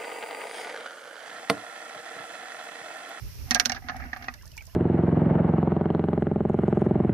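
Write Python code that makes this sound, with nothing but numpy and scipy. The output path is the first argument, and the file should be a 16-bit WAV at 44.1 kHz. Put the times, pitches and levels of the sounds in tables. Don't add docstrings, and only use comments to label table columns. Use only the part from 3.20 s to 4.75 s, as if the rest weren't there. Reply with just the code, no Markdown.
import sys
import numpy as np
from scipy import signal
from scipy.fft import rfft, irfft
from scipy.io import wavfile
from scipy.ndimage import uniform_filter1d

SR = 44100
rng = np.random.default_rng(int(sys.argv[2]) if len(sys.argv) > 2 else 0)


def boost_factor(decibels):
    exponent = np.asarray(decibels, float) / 20
    return 10 ** exponent


def inscribe(sig):
    pcm = np.round(np.clip(np.atleast_2d(sig).T, -1, 1) * 32767)
    wavfile.write(sys.argv[1], SR, pcm.astype(np.int16))


N = 68355

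WET = dict(tick_db=-8, ring_db=10, top_db=-3, rise_s=0.00068, modes_db=-13)


def evened(x):
    return x / np.sqrt(np.mean(x ** 2) + 1e-20)


def peaked(x):
    power = uniform_filter1d(x.mean(0) ** 2, 130)
    return x / np.sqrt(power.max() + 1e-20)


def read(points, hz):
    f, value = np.transpose(points)
    return np.interp(np.log(hz + 1), np.log(f + 1), value)


def along(points):
    return np.interp(np.arange(N) / SR, *np.transpose(points))


def add(mix, s, sound):
    part = mix[:, round(s * SR):][:, :sound.shape[1]]
    part += sound[:, :part.shape[1]]


def sequence(rows, sound, **touch):
    out = np.zeros((2, N))
    for s, *row in rows:
        add(out, s, sound(*row, **touch))
    return out


def coloured(x, points):
    hz = abs(np.fft.fftfreq(2048, 1 / SR))
    log_gain = np.log(boost_factor(read(points, hz)))
    spectrum = np.exp(np.conj(signal.hilbert(log_gain)))
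    taps = np.fft.ifft(spectrum).real[:1024]
    return signal.fftconvolve(x, taps[None], axes=1)[:, :x.shape[1]]


def noise_pair(count, same):
    a, b = rng.standard_normal((count, 2)).T
    same = np.clip(same, 0, 1)
    return np.array([a, same * a + np.sqrt(1 - same ** 2) * b])


def wobbly(count, depth):
    sway = uniform_filter1d(rng.standard_normal((count, 2)).T, 150, axis=1)
    return 1 + depth * evened(sway)


def across(x):
    lag = round(0.0004 * SR * rng.uniform(0.15, 1.2))
    late = np.r_[np.zeros(lag), x[1, :x.shape[1] - lag]]
    return np.array([x[0], late])


def rung(modes, t):
    spread_db = 3.0
    luck = rng.uniform(-1.43, 1, (len(modes), 4))
    out = 0
    for (f, db, t60), (a, b, c, d) in zip(modes, luck):
        decay = boost_factor(db + spread_db * a - 60 * t / t60)
        phase = 2 * np.pi * f * (1 + 0.013 * b) * t + np.array([[c], [d]])
        out = out + decay * np.sin(phase)
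    return out


def field(points, same, patchy_db, size):
    f, s, z = signal.stft(noise_pair(N, same), SR, nperseg=size)
    patches = uniform_filter1d(rng.standard_normal(z.shape[1:]), 6, 0)
    patches = evened(uniform_filter1d(patches, 5, 1))
    gain = boost_factor(read(points, f)[:, None] + patchy_db * patches)
    return evened(signal.istft(z * gain, SR, nperseg=size)[1][:, :N])


def wind():
    # f/Hz, level/dB
    wind_spectrum = [(20, -52), (45, -7), (72, -1.5), (130, -12), (220, -27), (340, -32.5), (600, -37)]
    # t/s, level/dB
    gusts = [(0, -52), (.05, -41), (.12, -52), (.19, -45.5), (.25, -43), (.3, -51), (.45, -58.5),
             (.57, -47.5), (.7, -53.5), (.83, -45.5), (.95, -56), (1.4, -54), (1.55, -57)]
    rumble = field(list(wind_spectrum) + [(1200, -130)], 0, 0.84, size=2048)
    return boost_factor(along(gusts) + 6.5) * rumble


def wash():
    # f/Hz, level/dB
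    water_spectrum = [(400, -13.5), (800, -14), (2500, -10.5), (3700, -15.5), (5600, -8), (8000, -21.5),
                      (11500, -13.5), (14300, -9.5)]
    # t/s, level/dB
    fade = [(0, 2.5), (.3, 4), (.6, -4.5), (1.1, -5.5), (1.55, -3)]
    water = field([(100, -63)] + list(water_spectrum), 0.033, 0.22, size=512)
    return boost_factor(-51.5 + along(fade)) * water


def drip(db, hz, t60, glide):
    t = np.arange(5000) / SR
    waver = 1 + 0.025 * evened(uniform_filter1d(rng.standard_normal(len(t)), 200))
    pitch = hz * waver * 2 ** (glide * t)
    tone = np.sin(2 * np.pi * np.cumsum(pitch) / SR)
    return boost_factor(db - 60 * t / t60) * np.minimum(t / 0.0015, 1) * tone * wobbly(len(t), 0.45)


def lapping():
    out = np.zeros((2, N))
    for when, size, pitch in rng.random((70, 3)):
        bubble = drip(-62.5 + 6 * size, 600 * 5 ** pitch, 0.07, 8 * size - 2)
        add(out, when * N / SR, bubble)
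    return out


def dripping():
    # t/s, level/dB, f/Hz, t60/s, glide/(octaves/s)
    drips = [(1.15, -57, 620, 0.18, -3), (1.163, -66, 1610, .05, 2), (1.187, -52, 2030, 0.1, 0),
             (1.211, -51, 1680, 0.08, -7), (1.212, -51.5, 2860, 0.048, 5), (1.224, -52, 1770, 0.066, 3),
             (1.232, -52.5, 1017, 0.14, 12.5), (1.25, -60, 614, 0.17, 3.5), (1.267, -57, 1720, 0.084, 6),
             (1.315, -48, 2950, 0.035, -2.5), (1.335, -54, 2620, 0.091, -0.5), (1.366, -51, 943, 0.13, -4),
             (1.3775, -34.5, 2324, 0.084, -3), (1.381, -43, 2730, 0.07, 8), (1.408, -42.5, 2367, 0.058, -9),
             (1.408, -55, 860, 0.056, -3), (1.421, -48.5, 1570, 0.034, 2), (1.476, -52, 620, 0.085, 4),
             (1.479, -56.5, 1023, 0.093, 1.5), (1.497, -58, 1695, .08, 2)]
    return sequence(drips, drip)


def spit(db, hz):
    t = np.arange(1500) / SR
    fizz = noise_pair(len(t), 0.074) * np.minimum(t / 0.00077, 1) * boost_factor(-60 * t / 0.023)
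    high = max(hz * 1.7, 12500)
    spectrum = [(hz * 0.5, -24), (hz * 0.8, -5), (hz, 0), (hz * 1.57, -15),
                (high, -7), (high * 0.68, -12)]
    return boost_factor(db) * peaked(coloured(fizz, spectrum))


def splashing():
    # t/s, level/dB, centre f/Hz
    spits = [(0.7652, -49.5, 5600), (0.971, -52.5, 12900), (1.1388, -46.5, 5700), (1.2226, -54, 6000),
             (1.2551, -50.5, 5750), (1.265, -55, 10000), (1.276, -50, 5500), (1.317, -52.5, 5160),
             (1.3678, -47, 5800), (1.377, -46.5, 5740), (1.3765, -44.5, 2020), (1.4225, -57, 6150),
             (1.4535, -54, 7640), (1.4674, -52, 6200), (1.4755, -64, 4900)]
    return sequence(spits, spit)


def thump(db):
    t = np.arange(9000) / SR
    hz = 245.2 * rng.uniform(0.97, 1.04)
    tone = np.sin(2 * np.pi * hz * t) * (1 - np.exp(-t / 0.0016))
    return boost_factor(db - 60 * t / 0.12) * np.array([tone, tone])


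def landing():
    # t/s, level/dB
    thumps = [
        (0.309, -23.5),
        (0.348, -28.5),
        (0.461, -32.5),
        (0.499, -33.5),
        (0.645, -40),
        (0.696, -36),
        (0.854, -37.5),
        (0.93, -41.5),
        (1.084, -44),
    ]
    return sequence(thumps, thump)


def note(db, hz, t60):
    t = np.arange(9000) / SR
    phase = 2 * np.pi * hz * t + np.array([[0], [rng.uniform(-1.3, 1.3)]])
    return boost_factor(db - 60 * t / t60) * np.minimum(t / 0.0008, 1) * np.sin(phase) * wobbly(len(t), 0.35)


def chink(db, hz):
    t = np.arange(3000) / SR
    t60 = 0.028
    pair = rung([(hz, 0, t60), (hz, -5, t60)], t)
    return across(boost_factor(db) * np.minimum(t / 0.00078, 1) * pair)


def ringing():
    # t/s, level/dB, f/Hz, t60/s
    notes_of_stones = [(.6865, -47, 1247, .1), (.696, -27.5, 1252, 0.062), (.696, -32, 1706, 0.077),
                       (.697, -38, 2770, 0.036), (.9308, -27, 1867, 0.039), (.9308, -44, 1740, 0.022),
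                       (1.0835, -28, 1224, 0.063), (1.0835, -22, 1922, 0.033), (1.0835, -30.5, 2500, 0.036),
                       (.3095, -20.5, 4280, .04), (.3095, -28, 5000, 0.032), (.347, -21.5, 6000, 0.047),
                       (.348, -36, 5060, .04), (.349, -32, 5630, 0.053), (.398, -15, 4560, 0.027),
                       (.398, -33, 5340, 0.028), (.355, -27, 1620, 0.077), (.497, -27, 1756, 0.041),
                       (.52, -32, 2810, 0.045)]
    # t/s, level/dB, f/Hz
    chinks = [
        (.4575, -23.5, 5520),
        (.496, -24.5, 5300),
        (.5195, -26.5, 5580),
        (.5195, -32, 4550),
    ]
    return sequence(chinks, chink) + sequence(notes_of_stones, note)


def grind():
    # t/s, level/dB
    hand = [
        (.2, -82),
        (.28, -55.5),
        (.58, -46),
        (.61, -66),
        (.68, -50.5),
        (.86, -46.5),
        (.9, -54),
        (1.05, -50),
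        (1.12, -57.5),
        (1.16, -60.5),
    ]
    grit_hz = [1235, 1480, 1690, 1690, 1860, 2100, 1230, 2100, 1560, 2727]
    grits_per_s, grit_db = 900, 2
    effort = boost_factor(along([(0, -90), (0.18, -90)] + list(hand) + [(1.25, -90)]))
    grit = (rng.random(N) < grits_per_s / SR) * boost_factor(grit_db * np.minimum(rng.exponential(1, N), 4))
    kind = rng.integers(0, 10, N)
    out = np.zeros((2, N))
    for k in range(10):
        knock = blow(0, -24.5, -3, grit_hz[k], **WET) + thump(1)
        train = (grit * (kind == k))[None]
        out += signal.fftconvolve(train, knock, axes=1)[:, :N]
    return effort * evened(out) * boost_factor(2.5)


def blow(body_db, crack_db, air_db, hz, tick_db, ring_db, top_db, rise_s, modes_db):
    # f/Hz, t60/s
    wall_t60 = [(900, 0.15), (2400, 0.051), (6000, 0.057), (11000, 0.042)]
    # f/Hz, level/dB
    body_spectrum = [(450, -29.5), (1050, -6.5), (1600, 6.5), (2300, 5.5), (3100, -15.5), (4000, -57)]
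    # f/Hz, level/dB
    crack_spectrum = [(1500, -14), (3200, -6.5), (4500, -3.5), (6200, -6.5), (7500, -13), (11000, -11),
                      (14500, -21.5), (16000, -75)]
    # f/Hz, level/dB, t60/s
    walls = [(1615, 0, .07), (1860, -1, .05), (2220, -8, .035), (2520, -10, .03)]
    # f/Hz, level/dB, t60/s
    chips = [(4370, -7, 0.032), (4680, -15, 0.035), (5180, -2.5, 0.02), (5760, -1, 0.037),
             (6280, 6, 0.0085)]
    # f/Hz, level/dB, t60/s
    air_modes = [(738, 2, 0.065), (773, -0.5, 0.061), (1225, -5, 0.043)]
    t = np.arange(9000) / SR
    rise = 1 - np.exp(-t / rise_s)

    f, s, z = signal.stft(noise_pair(len(t), 0.48), SR, nperseg=64)
    damping = boost_factor(-60 * s / read(wall_t60, f)[:, None])
    rattle = rise * signal.istft(z * damping, SR, nperseg=64)[1][:, :len(t)]
    rattle[:, 2] -= 10 * boost_factor(tick_db)
    rattle[[0, 1], rng.integers(5, 40, 2)] += 7 * boost_factor(tick_db)

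    ring = note(0, hz, 0.037)
    body = peaked(coloured(rattle, body_spectrum)) + boost_factor(ring_db) * ring
    body = body + boost_factor(modes_db) * rise * rung(walls, t)

    top_db = top_db + 0.51 * (crack_db + 18)
    bright = [(f, db + top_db * (f > 7000)) for f, db in crack_spectrum]
    crack = peaked(coloured(rattle, bright)) + boost_factor(modes_db) * rise * rung(chips, t)
    crack_gain = boost_factor(crack_db + 2.6 * np.array([[-1], [1]]))

    air = rung(air_modes, t)[0] * wobbly(len(t), 0.48) * (1 - np.exp(-t / 0.0018))
    solid = across(boost_factor(body_db) * peaked(body) + crack_gain * peaked(crack))
    return solid + boost_factor(air_db + 4) * air


def striking():
    # t/s, body level/dB, crack level/dB, air column level/dB, stone f/Hz
    clacks = [(0.3088, -23, -18, -41.5, 1860), (.3128, -24.5, -23, -28.5, 1576),
              (.3165, -26, -32.5, -39.5, 1860), (.322, -34, -51, -51, 2550),
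              (0.3466, -49, -15.5, -57, 1600), (0.3523, -28, -36, -29, 1664), (.358, -26.5, -34, -33, 1605),
              (.364, -28.5, -46, -32, 1760), (.376, -37, -59, -38, 1530), (0.3978, -22, -16.5, -37, 1560),
              (.401, -23, -23.5, -36, 2240), (0.452, -29.5, -29, -52, 2510),
              (0.4573, -24.5, -18.5, -38.5, 1480), (0.4961, -28, -27.5, -35, 1762),
              (0.5191, -30, -28, -37.5, 2200)]
    # t/s, body level/dB, crack level/dB, air column level/dB, stone f/Hz
    knocks = [(.5467, -39.5, -43, -48, 1260), (.5599, -41, -47.5, -59, 1820), (.567, -39, -53, -57, 1686),
              (.622, -52, -66, -51, 1910), (.64, -54, -72, -54, 2020), (.678, -53, -71, -53, 1730),
              (0.6856, -30.5, -41.5, -41, 1480), (0.6945, -32, -48, -50, 1290),
              (.701, -39, -60, -45.5, 1730), (.718, -42, -70, -44.5, 1740), (0.7432, -49, -74, -41.5, 1680),
              (.76, -47, -57.5, -46, 2100), (0.8, -41, -62, -58, 1300), (.807, -47, -60, -46, 1640),
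              (.82, -40, -69, -51.5, 1810), (.838, -42, -58.5, -55, 1715), (.855, -46, -65, -48.5, 1520),
              (0.9305, -32, -47.5, -42.5, 1690), (0.9618, -38, -53.5, -46, 1680),
              (.967, -41.5, -60, -51, 1205), (1.012, -48, -80, -45, 1300), (1.0236, -42.5, -51, -50, 2070),
              (1.042, -44.5, -50.5, -44, 1560), (1.0828, -33.5, -47.5, -39, 1480),
              (1.1387, -47.5, -53.5, -80, 1710)]
    hard = dict(tick_db=3, ring_db=3.5, top_db=-0.5, rise_s=0.0001, modes_db=-1.5)
    return sequence(clacks, blow, **hard) + sequence(knocks, blow, **WET)


def scene():
    water = wash() + lapping() + dripping() + splashing()
    stones = landing() + ringing() + grind() + striking()
    return wind() + water + stones


def gated(x):
    f, s, z = signal.stft(x, SR, nperseg=512)
    power = (abs(z[:, :256]) ** 2).mean(0)
    power = np.repeat(power.reshape(32, 8, -1).mean(1), 8, 0)
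    audible = power > boost_factor(2 * -35) * power[8:].max(0)
    keep = audible | (f[:256, None] < 6800)
    return signal.istft(z * np.r_[keep, keep[-1:]], SR, nperseg=512)[1][:, :N]


def roll_off(x):
    return signal.sosfilt(signal.butter(12, 15400, fs=SR, output="sos"), x)


def record(dry):
    # f/Hz, left minus right level/dB
    port_tilt = [(30, -12), (80, -6), (250, 0), (1000, -6), (2500, -4.5), (5500, -9), (8500, 2),
                 (14000, 0.5)]
    hz = np.fft.rfftfreq(N, 1 / SR)
    tilt = boost_factor(read(port_tilt, hz) / 2)
    ports = irfft(rfft(dry, axis=1) * np.array([tilt, 1 / tilt]), N, axis=1)
    ports = np.clip(ports, -0.95, 0.95)
    band_limit = boost_factor(-0.03 * np.maximum(hz - 14040, 0))
    wet = irfft(rfft(ports, axis=1) * band_limit, N, axis=1)
    return roll_off(gated(wet))


dry = scene()
out = record(dry)
inscribe(out)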